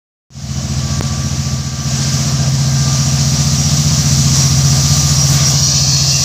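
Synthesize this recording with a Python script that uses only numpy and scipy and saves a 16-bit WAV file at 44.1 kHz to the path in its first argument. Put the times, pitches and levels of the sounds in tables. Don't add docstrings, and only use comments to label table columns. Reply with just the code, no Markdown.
import sys
import numpy as np
from scipy import signal
from scipy.fft import rfft, irfft
from scipy.io import wavfile
from scipy.ndimage import uniform_filter1d, minimum_filter1d

SR = 44100
rng = np.random.default_rng(int(sys.argv[2]) if len(sys.argv) > 2 else 0)


def transcribe(signal):
    frames = np.atleast_2d(signal).T
    limited = np.clip(frames, -1, 1)
    pcm = np.round(limited * 32767).astype(np.int16)
    wavfile.write(sys.argv[1], SR, pcm)


def boost_factor(decibels):
    exponent = np.asarray(decibels, float) / 20
    return 10 ** exponent


N = 275184
TIME = np.arange(N) / SR
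COARSE = TIME[::32]

# (time [s], rate [turns/s])
SHAFT_SPEED = [
    (.3, 14.48),
    (1, 14.63),
    (2, 14.87),
    (3, 15.1),
    (3.8, 15.22),
    (4.3, 15.16),
    (6.3, 15.16),
]
# (order [multiple of shaft rate], level [dB], polarity [+1 or -1])
BOOM_ORDERS = [(3, -25, 1), (4, -25, -1), (5, -4.8, 1), (6, -3.5, 1), (7, -10, 1)]
MAIN_ORDERS = [(8, -15, -1), (9, -.5, 1)]
NEIGHBOUR_ORDERS = [(10, -.5, 1), (11, -10.5, 1), (13, -14, -1)]
BARK_ORDERS = [(12, -14, -1), (14, -10, 1), (15, -2.5, 1), (16, -35, 1), (17, -17.5, -1), (18, -19.5, -1)]
# (time [s], loudness with effort and distance [dB], ground-bounce lift of main order [dB])
ENGINE_EFFORT = [(.5, -4, -0.5), (.93, -4, -1), (1.3, -4.5, -1), (1.72, -4.5, 0), (2.0, -4, 0.5),
                 (2.3, -2, -0.3), (2.93, -1.5, 3), (3.39, -0.2, -0.2), (3.7, 0, -3), (4.17, 1.5, 1),
                 (4.3, 2.5, -1), (4.57, -0.5, 2), (4.95, 1, -1.5), (5.25, 0, 0), (5.54, -0.5, 0),
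                 (5.64, -2.5, -0.5), (6.11, -3, 0.5), (6.24, -7, -0.5)]
# (level [dB], share of loudness [1], share of bounce [1], slope once turned aside [dB/s])
STACK_RULE = [
    (-23, 0.23, 0.052, 0.04),
    (-16.5, 0.92, 1.05, .1),
    (-20.5, 1.15, -0.35, 0.5),
    (-26.5, 0.17, .01, -7),
]
# (frequency [Hz], density [dB per Hz])
RUMBLE_SPECTRUM = [(20, -38), (45, -25), (65, -3.5), (140, 2), (240, -6.5), (330, -10), (450, -40.5)]
# (frequency [Hz], density [dB per Hz])
ROLL_SPECTRUM = [(260, -10), (476, -13), (600, -8.5), (720, -6.5), (860, -15.5), (1150, -11.5),
                 (1400, -15.5), (2600, -15.5), (3650, -13), (3950, -10), (5850, -2.5), (7600, -11),
                 (8300, -21), (13000, -35.5)]
ROLL_HZ = [600, 2000, 5500, 11000]
# (time [s], level [dB])
NEARNESS = [(.6, -5.5), (.95, -5.5), (1.24, -5), (1.72, -4.5), (1.9, -3), (2.17, -0.7), (2.35, -3.5),
            (2.65, -2.5), (3.0, -0.7), (3.5, 0.45), (4.07, 1.5), (4.43, 3), (4.55, 1.5), (5.1, 3.5),
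            (5.33, 0.4), (5.6, 3.2), (5.9, 2.5), (6.24, 3.2)]
# (share of nearness [1], change as cab draws level [dB], regained after [dB/s])
ROLL_RULE = [
    (.3, -.8, -2),
    (.45, -3, 3),
    (1.01, 3.1, -0.2),
    (1.6, -13.5, 15.5),
]
# (time [s], boost [dB], length [s], centre [Hz])
JOINTS = [
    (2.316, 4.5, 0.018, 600),
    (2.45, 3, 0.038, 600),
    (2.902, 2.5, .02, 600),
    (4.762, 5, 0.023, 506),
    (5.233, 5, 0.012, 700),
    (5.31, 2, 0.02, 700),
    (5.322, 9, 0.045, 13200),
    (5.396, 7.5, 0.053, 1300),
    (5.49, 5, 0.018, 13000),
    (5.532, 7, .012, 500),
]
# (time [s], lag [ms], strength [0-1])
GROUND = [
    (0, 1.75, 0),
    (5.4, 1.7, .05),
    (5.65, 1.5, .5),
    (5.9, 1.4, .58),
    (6.24, 1.33, .58),
]
ECHO_BAND_HZ = [1070, 3440]
# (frequency [Hz], width [Hz], level [dB], gain as train arrives [dB])
RAIL_MODES = [(2990, 19, -33, -11), (4374, 56, -17, 11.5), (4640, 320, -24, 13), (4940, 150, -15.5, 8.5),
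              (5160, 36, -16.5, 9), (5760, 34, -13, 2), (5820, 63, -8, 3.5), (5950, 39, -10, -0.5),
              (6270, 66, -24, -5), (6740, 74, -12.5, 0.5), (6800, 62, -15, -4), (7700, 46, -21.5, -7),
              (8640, 250, -24, -5), (11700, 44, -32.5, -4)]
# (time [s], peak [dB], length [s])
SINGING = [(1.27, -30, .05), (1.99, -30, .04), (2.23, -30, .07), (2.75, -31, 0.063), (3.03, -27, .06),
           (3.34, -22, 0.036), (3.61, -22, .06), (4.02, -26, .05), (4.42, -17, 0.046), (4.77, -32, .08),
           (5.03, -30, .07), (5.2, -14, .04), (5.44, -15, 0.045), (5.62, -14, 0.043)]
# (frequency [Hz], density [dB per Hz])
PORT_SPECTRUM = [(12500, -17.5), (13400, -7), (13900, -6), (14300, -4), (14800, -9), (15500, -12),
                 (16500, -22)]
# (time [s], peak [dB], length [s])
GEAR_SWELLS = [(.95, -34.5, 0.13), (1.18, -33.5, 0.078), (1.52, -36.5, .1), (1.82, -33, 0.076),
               (2.15, -39, .08), (2.4, -42, .1), (2.92, -33, 0.14), (3.4, -39, 0.13), (3.9, -42, 0.32),
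               (4.5, -37.5, .2), (5.0, -31, .15), (5.42, -34.5, 0.12), (5.76, -39, .08), (6.2, -40, .08)]
# (time [s], peak [dB], length [s])
FAN_SWELLS = [(.95, -44, .08), (1.25, -46, 0.088), (1.7, -43, .08), (2.04, -40, 0.11), (2.42, -40, 0.055),
              (2.78, -40, 0.13), (3.16, -45, 0.055), (4.05, -46, .15), (4.71, -47, 0.055), (5.36, -47, .04)]
# (time [s], peak [dB], length [s])
BLOWER_SWELLS = [
    (3.75, -32, .12),
    (4.4, -35, .17),
    (5.1, -34, 0.15),
    (5.5, -37, 0.11),
    (6.1, -41, 0.1),
]
# (time [s], peak [dB], length [s])
SQUEAL_CHIRPS = [
    (5.79, -40, 0.044),
    (6.0, -41, 0.11),
    (6.155, -31.5, .03),
]
# (time [s], gain [dB])
LIMITER = [
    (.997, 4.5),
    (1.001, -4),
    (1.019, -5),
    (1.022, 5.5),
    (1.06, 5.5),
]
# (time [s], gain [dB])
AUTO_GAIN = [
    (.97, -0.2),
    (1.05, -2.4),
    (1.5, -2.3),
    (1.72, -5),
    (1.9, -1.5),
    (2.05, -0.8),
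]

CAB_LEVEL_S = 5.56


def rms_one(x):
    return x / np.sqrt(np.mean(x ** 2) + 1e-20)


def in_time(rows):
    s, *columns = np.transpose(rows)
    return [np.interp(TIME, s, c) for c in columns]


def drift(rate):
    r = np.exp(-80 * np.pi * rate / SR)
    slow = signal.lfilter([1], [1, -2 * r, r * r], rng.standard_normal(N // 40 + 2002))[2000:]
    return np.interp(np.arange(N) / 40, np.arange(len(slow)), rms_one(slow))


def coloured(spectrum):
    hz, level_db = np.transpose(spectrum)
    log_hz = np.log(np.arange(1, N // 2 + 2) * SR / N)
    weight = boost_factor(np.interp(log_hz, np.log(hz), level_db))
    return rms_one(irfft(rfft(rng.standard_normal(N)) * weight, N))


def whistle(hz, width):
    r = np.exp(-np.pi * max(width, 3) / SR)
    pole = [1, -2 * r * np.cos(2 * np.pi * hz / SR), r * r]
    once = signal.lfilter([1, 0, -1], pole, rng.standard_normal(N))
    return rms_one(signal.lfilter([1], pole, once))


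def bells(rows):
    total = sum(top * np.exp(-.5 * ((COARSE - s) / max(length, .005)) ** 2) for s, top, length in rows)
    return np.interp(TIME, COARSE, total)


def swells(rows, floor_db):
    return boost_factor(floor_db) + bells([(s, boost_factor(peak_db), length) for s, peak_db, length in rows])


def crank_angle():
    skipped_turns = .339 * (TIME > 5.331)
    turns = np.cumsum(in_time(SHAFT_SPEED)[0]) / SR - .369 + skipped_turns
    return 2 * np.pi * turns


def stack_db():
    loud_db, bounce_db = in_time(ENGINE_EFFORT)
    aside_s = np.maximum(TIME - 4.88, 0)
    levels = [level_db + loud * loud_db + bounce * bounce_db + slope * aside_s
              for level_db, loud, bounce, slope in STACK_RULE]
    levels[0] = levels[0] + 2 * np.cos(2 * np.pi * (TIME - 0.56) / 3.9)
    return levels


def firing_orders(angle):
    out = np.zeros(N)
    groups = [BOOM_ORDERS, MAIN_ORDERS, NEIGHBOUR_ORDERS, BARK_ORDERS]
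    for orders, group_db in zip(groups, stack_db()):
        for order, level_db, polarity in orders:
            lead_rad = -1.85
            if not 9 <= order <= 11:
                lead_rad += 1.1
            if order == 10:
                lead_rad -= .65
            level = polarity * np.sqrt(2) * boost_factor(group_db + level_db + 0.86 * drift(2.0))
            out += level * np.cos(order * angle + lead_rad + 0.19 * drift(4.6))
    return out


def exhaust_rumble(angle):
    levels = stack_db()
    puffing = boost_factor(1.9 * np.cos(angle - .3) + 1.6 * drift(8.2))
    return boost_factor(.5 * (levels[0] + levels[3]) - 4.5) * puffing * coloured(RUMBLE_SPECTRUM)


def clatter_db(hz):
    rows = []
    for s, boost_db, length, centre_hz in JOINTS:
        octaves = np.log2(hz / centre_hz)
        rows.append((s, boost_db * np.exp(-.5 * (octaves / 0.71) ** 2), length))
    return bells(rows)


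def roll_db():
    near_db = in_time(NEARNESS)[0]
    late_s = np.clip(TIME - CAB_LEVEL_S, 0, 1)
    cab_level = .5 + .5 * np.tanh((TIME - CAB_LEVEL_S) / 0.031)
    return np.array([share * near_db + cab_level * step_db + regain_db * late_s + clatter_db(hz)
                     for (share, step_db, regain_db), hz in zip(ROLL_RULE, ROLL_HZ)])


def rolling(angle):
    out, levels, together = 0, roll_db(), drift(4.0)
    changes = levels - levels[:, 2 * SR:5 * SR].mean(axis=1, keepdims=True)
    noises = [coloured(ROLL_SPECTRUM) for side in range(2)]
    edges = 222 * 2 ** np.arange(0, 6.2, 1 / 3)
    for k, (low, high) in enumerate(zip(edges, edges[1:])):
        band_pass = signal.butter(2, [low, high], "band", fs=SR, output="sos")
        band = signal.sosfilt(band_pass, noises[k % 2])
        place = np.interp(np.log(low * high) / 2, np.log(ROLL_HZ), range(4))
        below = min(int(place), 2)
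        change_db = changes[below] + (place - below) * (changes[below + 1] - changes[below])
        flicker_db = .5 * together + 0.86 * drift(15.5) + 0.17 * np.cos(angle - .5)
        out = out + band * boost_factor(change_db + flicker_db)
    return boost_factor(-21.0) * out


def ground_echo(x):
    lag_ms, strength = in_time(GROUND)
    mirrored = signal.sosfiltfilt(signal.butter(2, ECHO_BAND_HZ, "band", fs=SR, output="sos"), x)
    late = np.interp(TIME - lag_ms / 1000, TIME, mirrored)
    return x - mirrored + (mirrored - strength * late) / np.sqrt(1 + strength ** 2)


def rail_song():
    arrival = 2 * (TIME / TIME[-1]) ** 2 - 1
    modes = sum(boost_factor(level_db + gain_db * arrival + 3.1 * drift(4.4)) * whistle(hz, width)
                for hz, width, level_db, gain_db in RAIL_MODES)
    loudest = swells(SINGING, -52 + 3.5 * TIME) * whistle(5658, 26.0)
    return boost_factor(-20.5 + roll_db()[2] - 7.0) * modes + boost_factor(-6.5) * loudest


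def sizzle():
    level_db = -43 + 1.64 * in_time(NEARNESS)[0] + 0.98 * clatter_db(14000) + 0.95 * drift(6.0)
    return boost_factor(level_db) * coloured(PORT_SPECTRUM)


def gear_whine(angle):
    tone = np.sqrt(2) * np.sin(79 * angle + .9 * drift(7.0))
    return tone * boost_factor(-5) * swells(GEAR_SWELLS, -48)


def fan_whine():
    tone = np.sqrt(2) * np.sin(2 * np.pi * 1590 * TIME + 1.3 * drift(3.8))
    return tone * boost_factor(-2.0) * swells(FAN_SWELLS, -54.5)


def blower_whine():
    emerging = np.clip(TIME / 2 - 1.4, 0, 1)
    return whistle(1105, 22.0) * boost_factor(-6.5) * swells(BLOWER_SWELLS, -48) * emerging


def squeal():
    hz = 2680 + 190 * (TIME - SQUEAL_CHIRPS[0][0])
    tone = np.sin(2 * np.pi * np.cumsum(hz) / SR + 1.5 * drift(19.0))
    return np.sqrt(2) * tone * swells(SQUEAL_CHIRPS, -72)


def scene():
    angle = crank_angle()
    engine = firing_orders(angle) + exhaust_rumble(angle)
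    machinery = gear_whine(angle) + fan_whine() + blower_whine()
    track = ground_echo(rolling(angle)) + rail_song() + squeal() + sizzle()
    train = engine + machinery + track
    return np.array([train, train])


def fade_in():
    start_s, fade_s = .304, 0.22
    rise = (1 - np.exp(-np.maximum(TIME - start_s, 0) / fade_s)) ** 1.28
    return (TIME > start_s) * np.minimum(boost_factor(-29.5) + rise, 1)


def limit(x):
    ceiling = .9
    needed = minimum_filter1d(ceiling / np.maximum(abs(x), ceiling), size=265)
    return x * uniform_filter1d(needed, size=265)


def input_pop():
    step = 1.0 * (TIME >= 1.0098)
    pop = signal.sosfilt(signal.butter(2, 112, "high", fs=SR, output="sos"), step)
    return .93 * signal.lfilter([.72, .28], [1], pop)


def band_limit(x):
    return signal.sosfilt(signal.butter(12, 16190, fs=SR, output="sos"), x)


def record(dry):
    x = dry * boost_factor(in_time(LIMITER)[0] + in_time(AUTO_GAIN)[0] - 2.5) * fade_in()
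    x = signal.sosfilt(signal.ellip(14, .5, 70, 15500, fs=SR, output="sos"), x)
    mix = limit(x) + input_pop()
    return band_limit(mix)


dry = scene()
out = record(dry)
transcribe(out)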